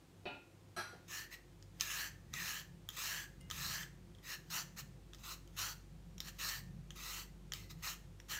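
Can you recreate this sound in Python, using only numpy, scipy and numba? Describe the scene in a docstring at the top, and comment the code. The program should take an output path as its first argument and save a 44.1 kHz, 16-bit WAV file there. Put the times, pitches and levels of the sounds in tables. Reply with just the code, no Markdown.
"""Metal cookware is knocked twice at the far counter of a tiled kitchen: ringing modes over a dull clatter.
Then a swivel peeler takes short strokes off a raw root vegetable held over a bowl. The blade ticks (noise
bursts through resonances), then tears the wet flesh: random grains hiss and ring in the hollow of the hand.
An appliance hums throughout: a motor tone, filtered-noise drones and broad air noise."""
import sys
import numpy as np
from scipy import signal
from scipy.fft import rfft, irfft
from scipy.io import wavfile
from numba import njit

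SR = 44100
rng = np.random.default_rng(int(sys.argv[2]) if len(sys.argv) > 2 else 0)


def ratio(d):
    """dB to gain"""
    e = np.asarray(d, float) / 20
    return 10 ** e


def dump(signal):
    """Clip the signal to [-1, 1] and save it as 16-bit WAV at the path in sys.argv[1]."""
    limited = np.clip(np.atleast_2d(signal).T, -1, 1)
    pcm = np.round(limited * 32767).astype(np.int16)
    wavfile.write(sys.argv[1], SR, pcm)


N = 369999

# Resonances that root and peeler frame add to the tearing.
# Each row: centre in Hz, width in Hz, relative level in dB.
BODY_PEAKS = [(1782, 870, -3.5), (3350, 1720, 2), (4050, 1390, 3.5), (6270, 1430, -1), (7734, 1440, -5),
              (9130, 1100, -9)]
# Treble resonances of the tearing.
# Each row: centre in Hz, width in Hz, relative level in dB.
SHEEN_PEAKS = [(11800, 3350, -4.5), (15150, 1940, -3)]
# The hands over the bowl.
# Each row: time in seconds, hollow in Hz, hollow over cutting in dB, bowl echo comb at the bite in Hz.
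HAND_PATH = [(1.16, 1720, -6, 1370), (1.36, 1870, 2, 1360), (1.95, 1670, -6, 1260), (2.36, 1910, 3.5, 1294),
             (2.5, 1690, -6.5, 1230), (3.0, 1730, -11.5, 1310), (3.2, 1656, -5.5, 1340),
             (3.68, 1740, -11, 1250), (3.83, 1710, 0, 1320), (4.27, 1840, -3, 1300),
             (4.37, 1700, -5.5, 1300), (4.57, 1440, -20, 1440), (4.8, 1790, -12, 1420),
             (5.3, 1820, -22, 1300), (5.64, 1420, -13.5, 1420), (6.28, 1680, -10, 1425),
             (6.49, 1790, -7.5, 1350), (7.13, 1940, -14, 1237), (7.6, 2050, -4, 1330),
             (7.88, 1800, -13, 1350), (8.31, 1720, -22, 1480), (8.39, 1690, 6, 1450)]


def strokes():
    """The tearing drives body, hollow, rasp and sheen under the force of each stroke."""
    hollow_hz, hollow_db, _ = in_time(HAND_PATH)
    sharp_hz, settle_s = 158, 0.02   # the hollow starts sharp and settles as the grip closes
    hollow_hz = hollow_hz + sharp_hz * np.exp(-since_bite() / settle_s)
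    hollow_width_hz = 110
    grains = tearing(per_s=6000, spread_db=1.0)

    uneven_db, uneven_hz = 1.1, 14.2   # uneven flesh: every body resonance swells and sinks on its own
    body = 0
    for k, peak in enumerate(BODY_PEAKS):
        swell = ratio(uneven_db * drift(uneven_hz))
        body = body + (-1) ** k * swell * resonances(grains, [peak])
    body = rms_one(body)
    rasp = rms_one(band(grains, 882, 1437))
    sheen = rms_one(resonances(grains, SHEEN_PEAKS))
    radius = np.exp(-np.pi * hollow_width_hz / SR)
    hollow = rms_one(gliding_resonance(grains, 2 * np.pi * hollow_hz / SR, radius))

    rasp_db = -16.5 - 0.46 * hollow_db   # over cutting; a looser cup lets more rasp out
    sheen_db = -5.5   # over cutting
    cutting = stroke_force(lift_db_per_s=600, grows_db_per_s=0) + skids()
    open_air = cutting * (body + ratio(rasp_db) * rasp + ratio(sheen_db) * sheen)
    # the hollow gains on the cutting along the stroke and outlasts it
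    hollow_force = stroke_force(lift_db_per_s=235, grows_db_per_s=5)
    return open_air, hollow_force * ratio(hollow_db) * hollow


def tearing(per_s, spread_db):
    """Cells of the flesh burst at random, with exponential size spread in dB and a wavering strength."""
    sizes = ratio(spread_db * np.minimum(rng.exponential(1, N), 4)) * rng.choice([-1, 1], N)
    bursts = rng.random(N) < per_s / SR
    return sizes * bursts * ratio(0.5 * drift(50))


# Peeling strokes.
# Each row: bite in seconds, swell in seconds, fade in seconds, cutting at its height in dB,
# softening at the bite in dB.
PEEL_STROKES = [(1.083, 0.073, .09, -49, 10.5), (1.31, 0.024, .025, -55.5, 10),
                (1.803, .2, 0.082, -45, 8.5), (2.334, 0.16, 0.12, -45.5, 11.5),
                (2.918, 0.037, 0.019, -57.5, 13), (2.968, 0.073, 0.2, -44.5, 4),
                (3.514, 0.17, 0.15, -45, 13.5), (4.23, 0.1, 0.033, -48.5, 19.5),
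                (4.503, 0.073, 0.047, -42.5, 9.5), (4.765, .03, 0.018, -48, 15),
                (5.19, .03, .021, -67.5, 0), (5.236, 0.083, 0.033, -49.5, 6), (5.567, 0.03, .13, -43, 10.5),
                (6.219, 0.069, 0.015, -52.5, 24), (6.389, 0.065, 0.14, -44, 7.5),
                (6.957, 0.21, 0.072, -48, 10.5), (7.543, 0.025, 0.1, -61, 1),
                (7.695, 0.014, .015, -57.5, 7), (7.828, 0.047, 0.066, -44.5, 5.5),
                (8.286, 0.036, 0.07, -44.5, 16)]


def stroke_force(lift_db_per_s, grows_db_per_s):
    """Each stroke leads in faintly, bites, swells to its height, fades and lifts off; a gain over time."""
    bite_db_per_s = 2500
    lead_in_db, lead_in_db_per_s = -15.5, 250   # a faint lead-in rises just before the bite: level under it, rise
    fade_db = 10.5   # loss before the lift
    t, power = np.arange(N) / SR, np.zeros(N)
    for s, swell_s, fade_s, db, soft_db in PEEL_STROKES:
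        span = slice(int((s - .1) * SR), int((s + 1) * SR))
        u = t[span] - s
        early = np.minimum(u, 0)
        onset_db = np.maximum(bite_db_per_s * early, lead_in_db + lead_in_db_per_s * early)
        swell_db = -soft_db * np.clip(1 - u / swell_s, 0, 1) ** 2
        fading_db = -fade_db * np.clip((u - swell_s) / fade_s, 0, 1) ** 2
        growth_db = grows_db_per_s * (np.clip(u, 0, swell_s + fade_s) - swell_s)
        lift_db = -lift_db_per_s * np.maximum(u - swell_s - fade_s, 0)
        power[span] += ratio(2 * (db + onset_db + swell_db + fading_db + growth_db + lift_db))
    return np.sqrt(power)


def since_bite():
    """Seconds since the blade last bit, or since the start before the first bite."""
    t, bites = np.arange(N) / SR, np.array([0, *(row[0] for row in PEEL_STROKES)])
    return t - bites[np.searchsorted(bites, t, side="right") - 1]


# Blade ticks.
# Each row: time in seconds, level in dB, centre in Hz, sheen peak over the tick's own in dB.
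BLADE_TICKS = [(1.6252, -46, 5530, -43), (1.7984, -36, 6870, -23), (1.804, -44, 2000, 0),
               (1.8088, -18, 6140, -16), (1.8204, -52, 7200, -24), (1.8226, -45, 7100, -19),
               (2.3381, -28.5, 3600, -25), (2.8887, -31.5, 3250, -5), (2.902, -38, 3300, -15),
               (3.411, -51, 8700, -12), (3.5009, -31.5, 3200, -15), (3.511, -30, 3740, -14),
               (3.8303, -40.5, 3730, -23), (4.149, -54.5, 3060, -26), (4.185, -56, 3300, -19),
               (5.1338, -41.5, 2800, -32), (5.1462, -42.5, 3300, -30), (5.1846, -54, 4360, -15),
               (5.475, -53, 4500, -5), (6.1807, -39.5, 2920, -22), (6.2035, -27, 4360, -10),
               (6.9054, -37.5, 2730, -29), (7.5205, -29.5, 2860, -25), (7.5353, -27.5, 4200, -6),
               (7.7097, -43, 2170, -17), (8.2003, -42.5, 2630, -39)]
# Peeler frame under a tick.
# Each row: centre in Hz, width in Hz, relative level in dB.
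FRAME_PEAKS = [(1264, 63, -2), (3030, 124, 4.5), (3220, 70, 3.5), (4200, 570, -1), (5600, 450, -1.5),
               (7010, 220, 0)]


def ticks():
    """The blade snaps on its pivot: a few milliseconds of rattle, coloured by frame and body."""
    frame_db, body_db = -2.5, -10   # under each tick's own colour
    rise_s, decay_s = 0.00086, 0.00054
    out, t = np.zeros(N), np.arange(600) / SR
    noise = rng.standard_normal((len(BLADE_TICKS), 600))
    for (s, db, hz, sheen_db), snap in zip(BLADE_TICKS, noise):
        snap = snap * np.exp(-t / decay_s) * np.minimum(t / rise_s, 1)
        tick = resonances(snap, [(hz, 900, 0.0)])
        tick = tick + ratio(frame_db) * resonances(snap, FRAME_PEAKS)
        tick = tick + ratio(body_db) * resonances(snap, BODY_PEAKS)
        sheen = resonances(snap, SHEEN_PEAKS)
        tick = tick / np.abs(tick).max() + ratio(sheen_db) * sheen / np.abs(sheen).max()
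        at = int(s * SR)
        out[at:at + 600] += ratio(db) * tick
    return out


def skids():
    """The blade slides briefly after each tick; a gain over time that decays exponentially."""
    skid_db, fall_db_per_s = -26, 600   # level over the tick's, fall
    kicks = np.full(N, 1e-18)
    for s, db, *_ in BLADE_TICKS:
        kicks[int(s * SR)] = ratio(db + skid_db)
    return signal.lfilter([1], [1, -ratio(-fall_db_per_s / SR)], kicks)


# Modes of the loose blade.
# Each row: pitch in Hz, relative level in dB, t60 in seconds.
BLADE_MODES = [(2075, -3, .6), (2853, -2, .6), (8790, 2, .06), (9545, 2, .08)]
# Taps on the loose blade.
# Each row: time in seconds, relative level in dB.
LOOSE_TAPS = [(3.407, -65.5), (7.55, -77)]


def loose_blade():
    """The tapped blade rings in a few decaying modes."""
    return struck(BLADE_MODES, LOOSE_TAPS, split=0.00074)


def bowl_echo(x):
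    """Sound bounces between bowl and hands: two band-limited copies, one and two path lengths late."""
    echo_share, second_share = 0.52, 0.35
    widen_hz_per_s = 1190   # the comb widens as the blade travels down
    comb_hz = in_time(HAND_PATH)[2] + widen_hz_per_s * np.minimum(since_bite(), .4)
    lag, clock = SR / comb_hz, np.arange(N)
    once = echo_share * band(np.interp(clock - lag, clock, x), 460, 5900)
    return x + once + second_share * np.interp(clock - lag, clock, once)


# Modes of the pan.
# Each row: pitch in Hz, relative level in dB, t60 in seconds.
PAN_MODES = [(282, -9.5, 0.28), (410, -10, 0.13), (716, 6, 0.07), (870, -1, 0.1), (1407, -15.5, 0.51),
             (1841, -34, 0.17), (2470, -3, 0.1), (2450, -22, 0.52), (2620, -11, 0.27), (2930, -7.5, 0.11),
             (3470, -18, 0.12), (3790, -8.5, 0.036)]
# Contacts on the pan.
# Each row: time in seconds, relative level in dB.
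PAN_HITS = [(0.2551, -43), (.2655, -77), (.33, -60)]
# Spectrum of the pan's damped modes.
# Each row: frequency in Hz, relative level in dB per Hz.
PAN_SPECTRUM = [(150, -12), (700, 4), (1200, -9), (2500, -10.5), (4200, -11.5), (5500, -29), (8000, -48)]
# Modes of the pot.
# Each row: pitch in Hz, relative level in dB, t60 in seconds.
POT_MODES = [(351.7, -4, 0.49), (698, -3.5, 0.14), (844, -3, 0.2), (1234, -5, 0.11), (1430, -2, 0.24),
             (1640, -5, 0.19), (1900, -33, 0.36), (2610, -21, 0.28), (3250, -6.5, 0.12), (4050, -5, 0.11),
             (4120, -12.5, 0.24), (4387, -18, 0.13), (4500, -11.5, 0.16), (5030, -18, 0.18),
             (5820, -5.5, 0.17), (7800, -17, 0.15), (8960, -12, 0.078), (9400, -9, 0.081),
             (10140, -15, 0.14), (11530, -18, 0.17), (11800, -23, 0.16), (13470, -24, 0.15)]
# Contacts on the pot.
# Each row: time in seconds, relative level in dB.
POT_HITS = [(0.7644, -47.5), (0.782, -50.5), (.845, -63), (0.886, -64), (0.93, -69)]
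# Spectrum of the pot's damped modes.
# Each row: frequency in Hz, relative level in dB per Hz.
POT_SPECTRUM = [(150, -8), (500, -2), (1400, 5.5), (3000, -6), (5500, -6), (9000, -28), (12500, -12),
                (15000, -41)]
# A dull bump as the pot settles.
# Each row: time in seconds, relative level in dB.
POT_BUMPS = [(.928, -37)]


def cookware():
    """Ringing modes over the dull noise of many damped ones."""
    thud = coloured(rattle(PAN_HITS, 0.012), PAN_SPECTRUM)
    pan = struck(PAN_MODES, PAN_HITS, split=0.01) + ratio(34.0) * thud
    clatter = coloured(rattle(POT_HITS, 0.02), POT_SPECTRUM)
    pot = struck(POT_MODES, POT_HITS, split=0.0029) + ratio(32.5) * clatter
    bump = band(rattle(POT_BUMPS, 0.0063), 230, 630)
    return pan + pot + ratio(19) * bump


def struck(modes, knocks, split):
    """Every mode is a close pair that beats; each knock meets it in a phase of its own."""
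    s, knock_db = np.transpose(knocks)
    out = 0
    for hz, db, t60_s in modes:
        for pitch_hz in hz * (1 - split), hz * (1 + split):
            clicks = np.full(N, 1e-18)
            at = (s * SR + rng.random(len(s)) * SR / hz).astype(int)
            clicks[at] = ratio(knock_db + db - 5.0)
            r, w = ratio(-60 / (t60_s * SR)), 2 * np.pi * pitch_hz / SR
            out = out + signal.lfilter([0, np.sin(w)], [1, -2 * r * np.cos(w), r * r], clicks)
    return out


def rattle(knocks, decay_s):
    """A knock is a short scatter of contacts that dies away."""
    t = np.arange(4000) / SR
    scatter = rng.standard_normal((len(knocks), 4000)) * np.exp(-t / decay_s)
    out = np.full(N, 1e-18)
    for (s, db), burst in zip(knocks, scatter):
        at = int(s * SR)
        out[at:at + 4000] += ratio(db) * burst / np.sqrt(np.sum(burst ** 2))
    return out


# Levels of the low drones: the motor tone is faint for the first second and louder after. 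Each row: time in
# seconds, motor tone in dB, second-order drone in dB, cabinet drone in dB.
APPLIANCE_LEVELS = [(0.0, -75, -67, -70), (0.89, -78, -65.5, -65.5), (1.24, -67, -69.5, -66),
                    (1.94, -62, -65.5, -59), (2.71, -66, -67.5, -60), (3.62, -60, -65.5, -60),
                    (4.3, -65, -69, -61), (4.55, -66, -79, -58), (5.12, -59.5, -65.5, -64),
                    (5.93, -59, -65.5, -58.5), (7.12, -57, -66, -61.5), (8.39, -60.5, -63.5, -59.5)]
# Cabinet resonances.
# Each row: centre in Hz, width in Hz, relative level in dB.
CABINET_PEAKS = [(70, 12, -4.5), (134.8, 9, 0.5), (168.4, 9.5, 1.5), (205.5, 28.6, -10.5)]
# Air resonances of the duct.
# Each row: centre in Hz, width in Hz, gain on unit noise in dB.
DUCT_PEAKS = [(347.6, 19.2, -45.5), (534, 23, -51)]
# Spectrum of the air noise; the first row is not used.
# Each row: frequency in Hz, relative level in dB per Hz.
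AIR_SPECTRUM = [(130, -33), (220, -6), (254, 2.5), (344, 2), (404, -3.5), (435, -2.5), (558, -9.5),
                (680, -6.5), (1270, -12), (6850, -19), (15900, -27.5)]


def appliance():
    """A motor tone, its second order as narrow noise, cabinet and duct resonances and broad air noise."""
    motor_hz = 49
    air_db = -72   # within 274 to 640 Hz
    tone_db, second_db, cabinet_db = in_time(APPLIANCE_LEVELS)
    cabinet_db = cabinet_db + 2.83 * drift(2.34)
    tone_hz = motor_hz * (1 + 0.0031 * drift(2.5))
    tone = np.sqrt(2) * np.sin(2 * np.pi * np.cumsum(tone_hz) / SR)

    shaking = rng.standard_normal(N + SR)   # the first second lets the filters settle
    second = resonances(shaking, [(2 * motor_hz, 9, 0)])
    second = rms_one(resonances(second, [(2 * motor_hz, 14, 0)])[SR:])
    cabinet = resonances(shaking, CABINET_PEAKS)
    high_pass = signal.butter(4, 62, "high", fs=SR, output="sos")
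    cabinet = rms_one(signal.sosfilt(high_pass, cabinet)[SR:])
    duct = resonances(shaking, DUCT_PEAKS)[SR:]

    air = coloured(rng.standard_normal(N), [(60, -50), *AIR_SPECTRUM[1:]])
    air = air / np.std(band(air, 274, 640))
    drones = ratio(tone_db) * tone + ratio(second_db) * second + ratio(cabinet_db) * cabinet
    return drones + duct + ratio(air_db) * air


# Reverberation of the kitchen.
# Each row: frequency in Hz, t60 in seconds.
KITCHEN_T60 = [(150, 0.33), (600, 0.26), (2000, 0.4), (5000, 0.27), (10000, 0.42), (15000, 0.26)]


def kitchen(x):
    """Dense reflections from tile and steel: noise bands, each with its own decay."""
    t, tail = np.arange(SR // 2) / SR, 0
    edges_hz = 80 * 2. ** np.arange(9)
    for low_hz, high_hz in zip(edges_hz, edges_hz[1:]):
        decay = ratio(-60 * t / at_hz(KITCHEN_T60, np.sqrt(low_hz * high_hz)))
        noise = band(rng.standard_normal(len(t)), low_hz, high_hz)
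        piece = noise * decay * np.minimum(t / 0.0013, 1)
        tail = tail + piece / np.sqrt(np.sum(decay ** 2))
    return signal.fftconvolve(x, tail)[:N]


def rms_one(x):
    """Scales to an rms of 1."""
    return x / np.sqrt(np.mean(x ** 2) + 1e-20)


def in_time(rows):
    """Interpolates table columns linearly over every sample."""
    s, *columns = np.transpose(rows)
    return [np.interp(np.arange(N) / SR, s, c) for c in columns]


def at_hz(points, hz):
    """Interpolates a table over log frequency."""
    points_hz, values = np.array(points)[:, 0], np.array(points)[:, 1]
    return np.interp(np.log(hz), np.log(points_hz), values)


def band(x, low_hz, high_hz):
    """Butterworth band-pass."""
    edges_hz = [low_hz, min(high_hz, .45 * SR)]
    return signal.sosfilt(signal.butter(2, edges_hz, "band", fs=SR, output="sos"), x)


def drift(rate_hz):
    """Slow chance with spread 1: noise through a double low-pass."""
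    r = np.exp(-2 * np.pi * rate_hz / SR)
    noise = rng.standard_normal(N + SR)
    return rms_one(signal.lfilter([1], [1, -2 * r, r * r], noise)[SR:])


def resonances(x, peaks):
    """Parallel resonances with alternating signs."""
    out = 0
    for k, (hz, width_hz, db) in enumerate(peaks):
        r = np.exp(-np.pi * width_hz / SR)
        b = np.array([1, 0, -1]) * (1 - r * r) / 2
        a = [1, -2 * r * np.cos(2 * np.pi * hz / SR), r * r]
        out = out + (-1) ** k * ratio(db) * signal.lfilter(b, a, x)
    return out


@njit
def gliding_resonance(x, turn, r):
    """A resonance whose centre (radians per sample) moves."""
    y = np.zeros_like(x)
    for i in range(2, len(x)):
        y[i] = x[i] - x[i - 2] + 2 * r * np.cos(turn[i]) * y[i - 1] - r * r * y[i - 2]
    return y


def coloured(x, spectrum):
    """Shapes a signal by a spectrum in dB per Hz."""
    hz = np.maximum(np.fft.rfftfreq(N, 1 / SR), 1)
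    return irfft(rfft(x) * ratio(at_hz(spectrum, hz)), N)


def scene():
    """Peeling close by, cookware far off, both in the kitchen's reverberation, over the appliance."""
    near_room_db, far_room_db, far_direct_db = -10, 7, -1
    open_air, hollow = strokes()
    near = bowl_echo(open_air + ticks()) + hollow + loose_blade()
    far = cookware()
    wet = kitchen(ratio(near_room_db) * near + ratio(far_room_db) * far)
    return np.tile(near + ratio(far_direct_db) * far + wet + appliance(), (2, 1))


# Dips from the microphone housing.
# Each row: centre in Hz, width in Hz, share removed.
HOUSING_DIPS = [(4860, 810, 0.072), (10620, 820, 0.45)]


def band_limit(x):
    """A steep low-pass at the top of the band."""
    return signal.sosfilt(signal.butter(12, 16980, fs=SR, output="sos"), x)


def record(dry):
    """One microphone on both channels, with two dips from its housing and the top cut off."""
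    cutoff_hz = 16100
    for hz, width_hz, share in HOUSING_DIPS:
        dry = dry - share * resonances(dry, [(hz, width_hz, 0)])
    low_pass = signal.cheby2(14, 45, cutoff_hz, fs=SR, output="sos")
    return band_limit(signal.sosfilt(low_pass, dry))


dry = scene()
out = record(dry)
dump(out)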